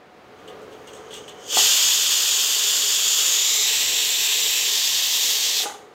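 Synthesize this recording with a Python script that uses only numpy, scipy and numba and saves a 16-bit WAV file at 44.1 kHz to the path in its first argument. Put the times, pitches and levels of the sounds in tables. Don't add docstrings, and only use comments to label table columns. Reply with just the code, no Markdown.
import sys
import numpy as np
from scipy import signal
from scipy.fft import rfft, irfft, next_fast_len
from scipy.io import wavfile
from scipy.ndimage import uniform_filter1d
from numba import njit

SR = 44100
rng = np.random.default_rng(int(sys.argv[2]) if len(sys.argv) > 2 else 0)


def volts_from_db(level):
    exponent = np.asarray(level, float) / 20
    return 10 ** exponent


def master(y):
    cut = np.clip(np.atleast_2d(y).T, -1, 1)
    pcm = np.round(cut * 32767)
    wavfile.write(sys.argv[1], SR, pcm.astype(np.int16))


N = 261938

# (frequency [Hz], level [dB per Hz])
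FAN_COLOUR = [(70, -48), (120, -11.5), (420, -2), (700, -7), (1200, -9.5), (2080, -15), (4200, -24),
              (7850, -37), (11000, -49), (15600, -76)]
# (frequency [Hz], level [dB per Hz])
RUMBLE_COLOUR = [(25, -24), (45, -15), (70, -6), (100, -2), (130, -6.5), (200, -32.5)]
# (frequency [Hz], width [Hz], level [dB])
POT_MODES = [(426.5, 22, 0.5), (480, 69, -3.5), (551, 47, -7), (1035, 25, -22), (1208, 57, -11.5)]
# (full level [dB], change in the quiet opening [dB], change under the jet [dB], wander [dB])
FAN_LEVELS = (-52, -4.5, -4.5, 0)
HUM_LEVELS = (-42.5, -32, -6, 2.03)
RUMBLE_LEVELS = (-60, -10, -6, 0.5)
OPENING_RISE = .05, 0.53
# (time [s], half length [s], hum [dB], rumble and fan [dB])
JOLTS = [
    (1.59, .07, 8.5, -1),
    (3.87, 0.4, 2, 9.5),
    (5.664, 0.055, 9, 0),
]

# (time [s], peak [dB], upper bands relative [dB], rise [s])
PUFFS = [(0.38, -49, -12, 0.018), (0.476, -37.5, -11, .0021), (0.4994, -67, -13, .003),
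         (0.6194, -55, 1.5, .003), (0.7144, -42.5, -7, 0.012), (0.871, -37, -6.5, .003),
         (0.9294, -43.5, 2.5, .003), (0.9537, -46, 0, 0.014), (1.103, -34.5, -8, 0.0065),
         (1.1244, -31, -3.5, 0.019), (1.14, -45, -6, .003), (1.1644, -39, -3, .003),
         (1.2776, -33, -8, .0025), (1.2944, -52, -12, .003)]
# (frequency [Hz], level [dB per Hz])
SPIT_LOW = [(2000, -16.5), (2650, -13), (2850, -1.5), (3500, -1.5), (3750, -13), (4600, -16), (5300, -29.5)]
SPIT_HIGH = [(4500, -24), (5400, -6), (6200, 2), (6600, 5), (7200, -7), (8100, 3), (8800, -8), (9600, -27)]
SPIT_TOP = [(8800, -6), (9800, -2), (11000, -5), (12500, -2), (13600, -7), (15600, -16)]

# (time [s], jet level [dB])
FLOW = [(0, -82), (.46, -65), (.475, -69), (1.245, -50), (1.36, -57.5), (1.474, -38), (1.514, -24.5),
        (1.586, -13.5), (1.64, -15.5), (2.09, -18.5), (3.06, -19.5), (3.2, -18.5), (3.87, -20), (5.59, -20),
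        (5.634, -22.5), (5.659, -32), (5.864, -65), (5.94, -73)]
# (start [s], length [s])
MOVES = [
    (1.36, 0.22),
    (3.197, 0.34),
    (3.645, 0.053),
    (4.624, .08),
    (5.62, .05),
]
# (frequency [Hz], level [dB per Hz])
LEAKING = [(1180, -52), (2000, -44), (2320, -15), (2580, -32), (3010, 6), (3140, 5), (4050, -29),
           (4910, -9), (5360, -10), (6660, 2), (7350, -14), (8120, -9), (8800, -14), (11400, -60),
           (19400, -120)]
LIFTED = [(350, -38), (600, -18), (649, -23), (1020, -15), (1350, -14), (1950, -12), (2140, -15.5),
          (2830, -1.5), (3390, 3.5), (4050, -4.5), (4430, -1.5), (5870, -4), (7030, 1.5), (8800, -12.5),
          (11400, -40), (19400, -120)]
TURNING = [(350, -49), (600, -29), (743, -22), (940, -23.5), (1140, -21), (1250, -19), (1490, -28),
           (2160, -10), (2500, -15.5), (3660, -3), (4530, -8), (5020, -7.5), (7350, -5), (8800, -29),
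           (11400, -51), (19400, -120)]
TILTED = [(350, -57), (600, -20.5), (984, -14), (1360, -21), (1780, -9), (2280, -7.5), (2560, -0.5),
          (2990, 1), (3700, 1.5), (5020, -4.5), (5430, 0.5), (6140, -3.5), (7520, 1.5), (8800, -15.5),
          (11400, -43), (19400, -120)]
SETTLING = [(350, -53), (600, -25), (656, -31), (710, -20), (760, -23.5), (984, -18.5), (1440, -25.5),
            (1830, -14), (2340, -14.5), (2610, -9), (3500, -1.5), (4100, -6), (7270, -6), (8800, -17.5),
            (11400, -43), (19400, -120)]
CLOSED = [(1000, -41), (1700, 1), (2150, 3), (2430, -3), (2680, 2), (3360, 0), (5710, -5), (6370, 6.5),
          (8800, -8), (11400, -43), (19400, -120)]
# (frequency [Hz], level [dB per Hz])
TOP_FAINT = [(5180, -28), (8800, -1), (9780, -4), (10700, -7), (11600, -7), (13800, -12), (15600, -17)]
TOP_EARLY = [(5180, -29), (8800, -3.5), (10200, -7.5), (11600, -8.5), (12500, 0.5), (13300, -1.5),
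             (15200, -6.5), (15600, -7)]
TOP_LATE = [(5180, -40), (8800, -6.5), (9600, -5), (10500, -3.5), (11800, 0.5), (13900, 3), (15600, -2)]
# (top octave [dB], top colour [0 faint, 1 early, 2 late, 3 faint],
# lower edge tone [dB], upper edge tone [dB], upper pitch over lower [ratio])
SEATS = [
    (-8, 2.5, -35, -30, 1.8),
    (-9.5, 1.5, -26, -3, 2.06),
    (-9, 1.1, -7, -5, 1.92),
    (-8.5, 2, -3.5, -8, 2.03),
    (-8.5, 2, -6.5, -27, 2.03),
    (-2.5, 3.5, -24, -25, 2.03),
]
# (centre [Hz], depth [0-1])
SHADES = [
    (4050, .3),
    (3950, 0.23),
    (4500, 0.6),
    (5170, 0.36),
    (5250, 0.07),
    (5260, 0.4),
]
# (time [s], lower tone [Hz], strength over jet [dB])
EDGE_TONES = [(1.5, 3200, -9), (2.95, 3420, -7.5), (3.2, 3460, 0), (3.36, 3340, 0.5), (3.6, 3900, -3.5),
              (3.68, 3970, -9), (3.85, 3600, -8), (4.3, 3680, -7.5), (4.62, 3840, -10), (4.8, 3500, -4),
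              (5.45, 3850, -13), (5.57, 4150, 0.5), (5.645, 3300, -1.5)]

# (time [s], peak [dB])
DROPS = [(.477, -44), (.499, -48), (.618, -48), (.873, -39), (.93, -44), (1.131, -37), (1.141, -31.5),
         (1.161, -32), (1.168, -34), (1.28, -35), (1.294, -34)]

# (time [s], peak [dB], core mode [Hz], ring stretch [ratio])
KNOCKS = [(1.527, -29, 480, 1.8), (1.569, -11, 730, 0.62), (1.589, -21.5, 800, 0.88), (5.6, -29, 748, 0.86),
          (5.633, -25.5, 730, 0.8), (5.654, -22, 816, 1.65), (5.695, -26, 812, 1.3), (5.72, -26, 780, 0.55),
          (5.741, -29.5, 806, 1.1), (5.765, -43, 776, 0.77), (5.8, -43, 793, 1.2)]
# (frequency [Hz], level [dB], time to fall 60 dB [s])
LID_MODES = [(324, -3.5, 0.029), (462, -10, 0.062), (626, -7.5, 0.037), (863, -7.5, 0.1),
             (1000, -5.5, 0.036), (1206, -6, 0.066), (1390, -7, 0.046), (1496, 1.5, 0.02)]

# (delay [ms], level [dB])
ECHOES = [(1.099, -40), (1.9, -42), (3.101, -27.5), (4.701, -20)]
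# (time [s], centre [Hz])
SPLITS = [(1.878, 5650), (2.085, 15000), (2.179, 8600), (2.18, 12700), (2.552, 15000), (2.621, 8500),
          (2.645, 11000), (2.634, 13700), (3.131, 13700), (3.758, 8200), (3.759, 11000), (4.131, 7250),
          (4.427, 4700), (4.432, 6900), (4.863, 4850), (4.852, 13000), (4.941, 8250), (4.942, 10300),
          (5.197, 8900)]


def at(s, value):
    return np.interp(np.arange(N) / SR, s, value)


def ramp(start, length):
    return np.clip((np.arange(N) / SR - start) / max(length, .001), 0, 1)


def unit(x):
    return x / np.sqrt(np.mean(x ** 2))


def walk(rate):
    hold = int(SR / rate)
    steps = np.repeat(rng.standard_normal(N // hold + 1), hold)
    return unit(uniform_filter1d(uniform_filter1d(steps, hold), hold)[:N])


def colour(x, points):
    hz, db = np.transpose(points)
    size = next_fast_len(N, True)
    bins = np.arange(1, size // 2 + 2) * SR / size
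    gain = volts_from_db(np.interp(np.log(bins), np.log(hz), db))
    return irfft(rfft(x, size) * gain, size)[:N]


def blend(noise, place, colours):
    return sum(np.clip(1 - abs(place - k), 0, 1) * unit(colour(noise, c)) for k, c in enumerate(colours))


@njit
def svf(x, hz, width):
    y, band, low = np.empty(len(x)), 0., 0.
    for i in range(len(x)):
        g, k = np.tan(np.pi * hz[i] / SR), width / hz[i]
        v = (band + g * (x[i] - low)) / (1 + g * (g + k))
        band, low, y[i] = 2 * v - band, low + 2 * g * v, k * v
    return y


def hob():
    quiet = 1 - ramp(OPENING_RISE[0], OPENING_RISE[1] - OPENING_RISE[0])
    duck = ramp(1.66, 0.11)
    fan_db, hum_db, rumble_db = (db + quiet_db * quiet + duck_db * duck + wander_db * walk(6.7)
                                 for db, quiet_db, duck_db, wander_db in (FAN_LEVELS, HUM_LEVELS, RUMBLE_LEVELS))
    for s, half, ring_db, thud_db in JOLTS:
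        jolt = ramp(s - half, half) - ramp(s, half)
        fan_db = fan_db + 0.34 * thud_db * jolt
        hum_db = hum_db + ring_db * jolt
        rumble_db = rumble_db + thud_db * jolt
    blade_hz = 736 * (1 + 0.00155 * walk(5.12))
    blade = np.sin(2 * np.pi * np.cumsum(blade_hz) / SR) * volts_from_db(1 + 2 * walk(14))
    rush = volts_from_db(7.0) * unit(colour(rng.standard_normal(N), FAN_COLOUR))
    fan = (rush + blade) * volts_from_db(fan_db)
    rumble = unit(colour(rng.standard_normal(N), RUMBLE_COLOUR)) * volts_from_db(rumble_db)
    hum = 0
    for hz, width, db in POT_MODES:
        level = volts_from_db(db + 0.43 * walk(11))
        centre = hz * (1 + 0.0088 * walk(3.22))
        hum = hum + level * unit(svf(rng.standard_normal(N), centre, float(width)))
    hum = signal.lfilter(*signal.butter(2, 6000, fs=SR), hum)
    return fan + rumble + hum * volts_from_db(hum_db - 3)


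def puffs():
    spray = rng.standard_normal(N) * volts_from_db(1.9 * walk(350))
    lower = unit(colour(rng.standard_normal(N) * volts_from_db(0.81 * walk(380)), SPIT_LOW))
    upper = unit(colour(spray, SPIT_HIGH)) + volts_from_db(-15) * unit(colour(spray, SPIT_TOP))
    out, clock = 0, np.arange(N) / SR
    for s, db, upper_db, rise in PUFFS:
        t = np.clip(clock - s, 0, 1)
        t60 = 0.09 + 2.2 * rise
        shape = ramp(s, rise) * volts_from_db(-60 * (t / t60) ** 2)
        out = out + volts_from_db(db - 9.0) * shape * (1.11 * lower + volts_from_db(upper_db) * upper)
    return out


def jet():
    seat = sum(ramp(*move) for move in MOVES)

    def by_seat(table):
        return [np.interp(seat, np.arange(len(table)), column) for column in np.transpose(table)]

    top_db, top_place, low_db, high_db, high_ratio = by_seat(SEATS)
    flutter = volts_from_db(0.48 * walk(300) + .5 * walk(40) + 0.065 * walk(8.9))
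    seat_colours = (LEAKING, LIFTED, TURNING, TILTED, SETTLING, CLOSED)
    gap = blend(rng.standard_normal(N) * flutter, seat, seat_colours)
    top_colours = (TOP_FAINT, TOP_EARLY, TOP_LATE, TOP_FAINT)
    top = blend(rng.standard_normal(N) * flutter, top_place, top_colours)
    opening_db = -22 * (1 - ramp(.47, .004))
    sputter_db = 3.5 * np.clip(1 - seat, 0, 1) * (walk(80) - 3.5)
    steam = gap + top * volts_from_db(top_db + 0.66 * walk(10) + opening_db + sputter_db)

    t, edge_hz, edge_db = np.transpose(EDGE_TONES)
    for ratio, db, width in ((1, low_db, 600.), (high_ratio, high_db, 800.)):
        centre = ratio * at(t, edge_hz) * (1 + .012 * walk(12))
        tone = unit(svf(svf(rng.standard_normal(N), centre, width), centre, width))
        steam = steam + tone * volts_from_db(db + at(t, edge_db) + 2.0 * walk(15))

    shade_hz, depth = by_seat(SHADES)
    steam = steam - np.clip(depth, 0, 1) * svf(steam, shade_hz, 370.0)
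    return steam * volts_from_db(at(*np.transpose(FLOW)))


def drops():
    clock, t60 = np.arange(N) / SR, .005
    hz, width = np.full(N, 7200.), 2700.
    burst = sum(volts_from_db(db - 60 * np.clip(clock - s, 0, 1) / t60) * (clock >= s) for s, db in DROPS)
    ticks = burst * np.sign(rng.standard_normal(N))
    return volts_from_db(9) * svf(svf(ticks, hz, width), hz, width)


def knocks():
    out, t = np.zeros(N + SR), np.arange(SR // 4) / SR
    core_t60 = 0.1
    phases = rng.random((len(KNOCKS), len(LID_MODES)))
    for (s, db, core_hz, stretch), turns in zip(KNOCKS, phases):
        ring = volts_from_db(-60 * t / (core_t60 * stretch)) * np.sin(2 * np.pi * core_hz * t)
        for (hz, mode_db, t60), turn in zip(LID_MODES, turns):
            fade = volts_from_db(mode_db - 60 * t / (t60 * stretch))
            ring += fade * np.sin(2 * np.pi * (hz * t + 0.49 * turn))
        contact_s = .0022 - .00007 * (db + 10)
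        i = int(s * SR)
        out[i:i + len(t)] += volts_from_db(db - 3) * ring * np.minimum(t / contact_s, 1)
    return signal.sosfilt(signal.butter(2, 220, "high", fs=SR, output="sos"), out[:N])


def room(x):
    n, near = np.arange(N), x
    for ms, db in ECHOES:
        delay = (ms + 0.028 * walk(2.14)) * SR / 1000
        near = near + volts_from_db(db) * np.interp(n - delay, n, x)
    t, t60 = np.arange(SR // 2) / SR, 0.37
    tail = rng.standard_normal(len(t)) * volts_from_db(-60 * t / t60) * (t > .005)
    tail = signal.lfilter(*signal.butter(1, 5000, fs=SR), tail)
    tail = tail / np.sqrt(np.sum(tail ** 2))
    return near + volts_from_db(-12.5) * signal.fftconvolve(x, tail)[:N]


def scene():
    cooker = volts_from_db(-1.53) * jet() + puffs() + knocks() + drops()
    heard = room(cooker) + hob()
    return np.array([heard, heard])


def splits(x):
    side, block = np.zeros(N), 2048
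    hz = np.arange(block // 2 + 1) * SR / block
    for s, centre_hz in SPLITS:
        i = int(s * SR) - block // 2
        earlier = rfft(x[i - 2 * block:i - block])
        patch = irfft(earlier * (abs(hz - centre_hz) < 770))
        side[i:i + block] += volts_from_db(-3.0) * patch * np.sin(np.pi * np.arange(block) / block)
    return side


def top_cut(x):
    return signal.sosfilt(signal.butter(12, 15800, fs=SR, output="sos"), x)


def record(dry):
    dry = signal.sosfilt(signal.ellip(10, .2, 80, 15750, fs=SR, output="sos"), dry)
    side = splits(dry[0])
    return top_cut(dry + np.array([side, -side]))


dry = scene()
out = record(dry)
master(out)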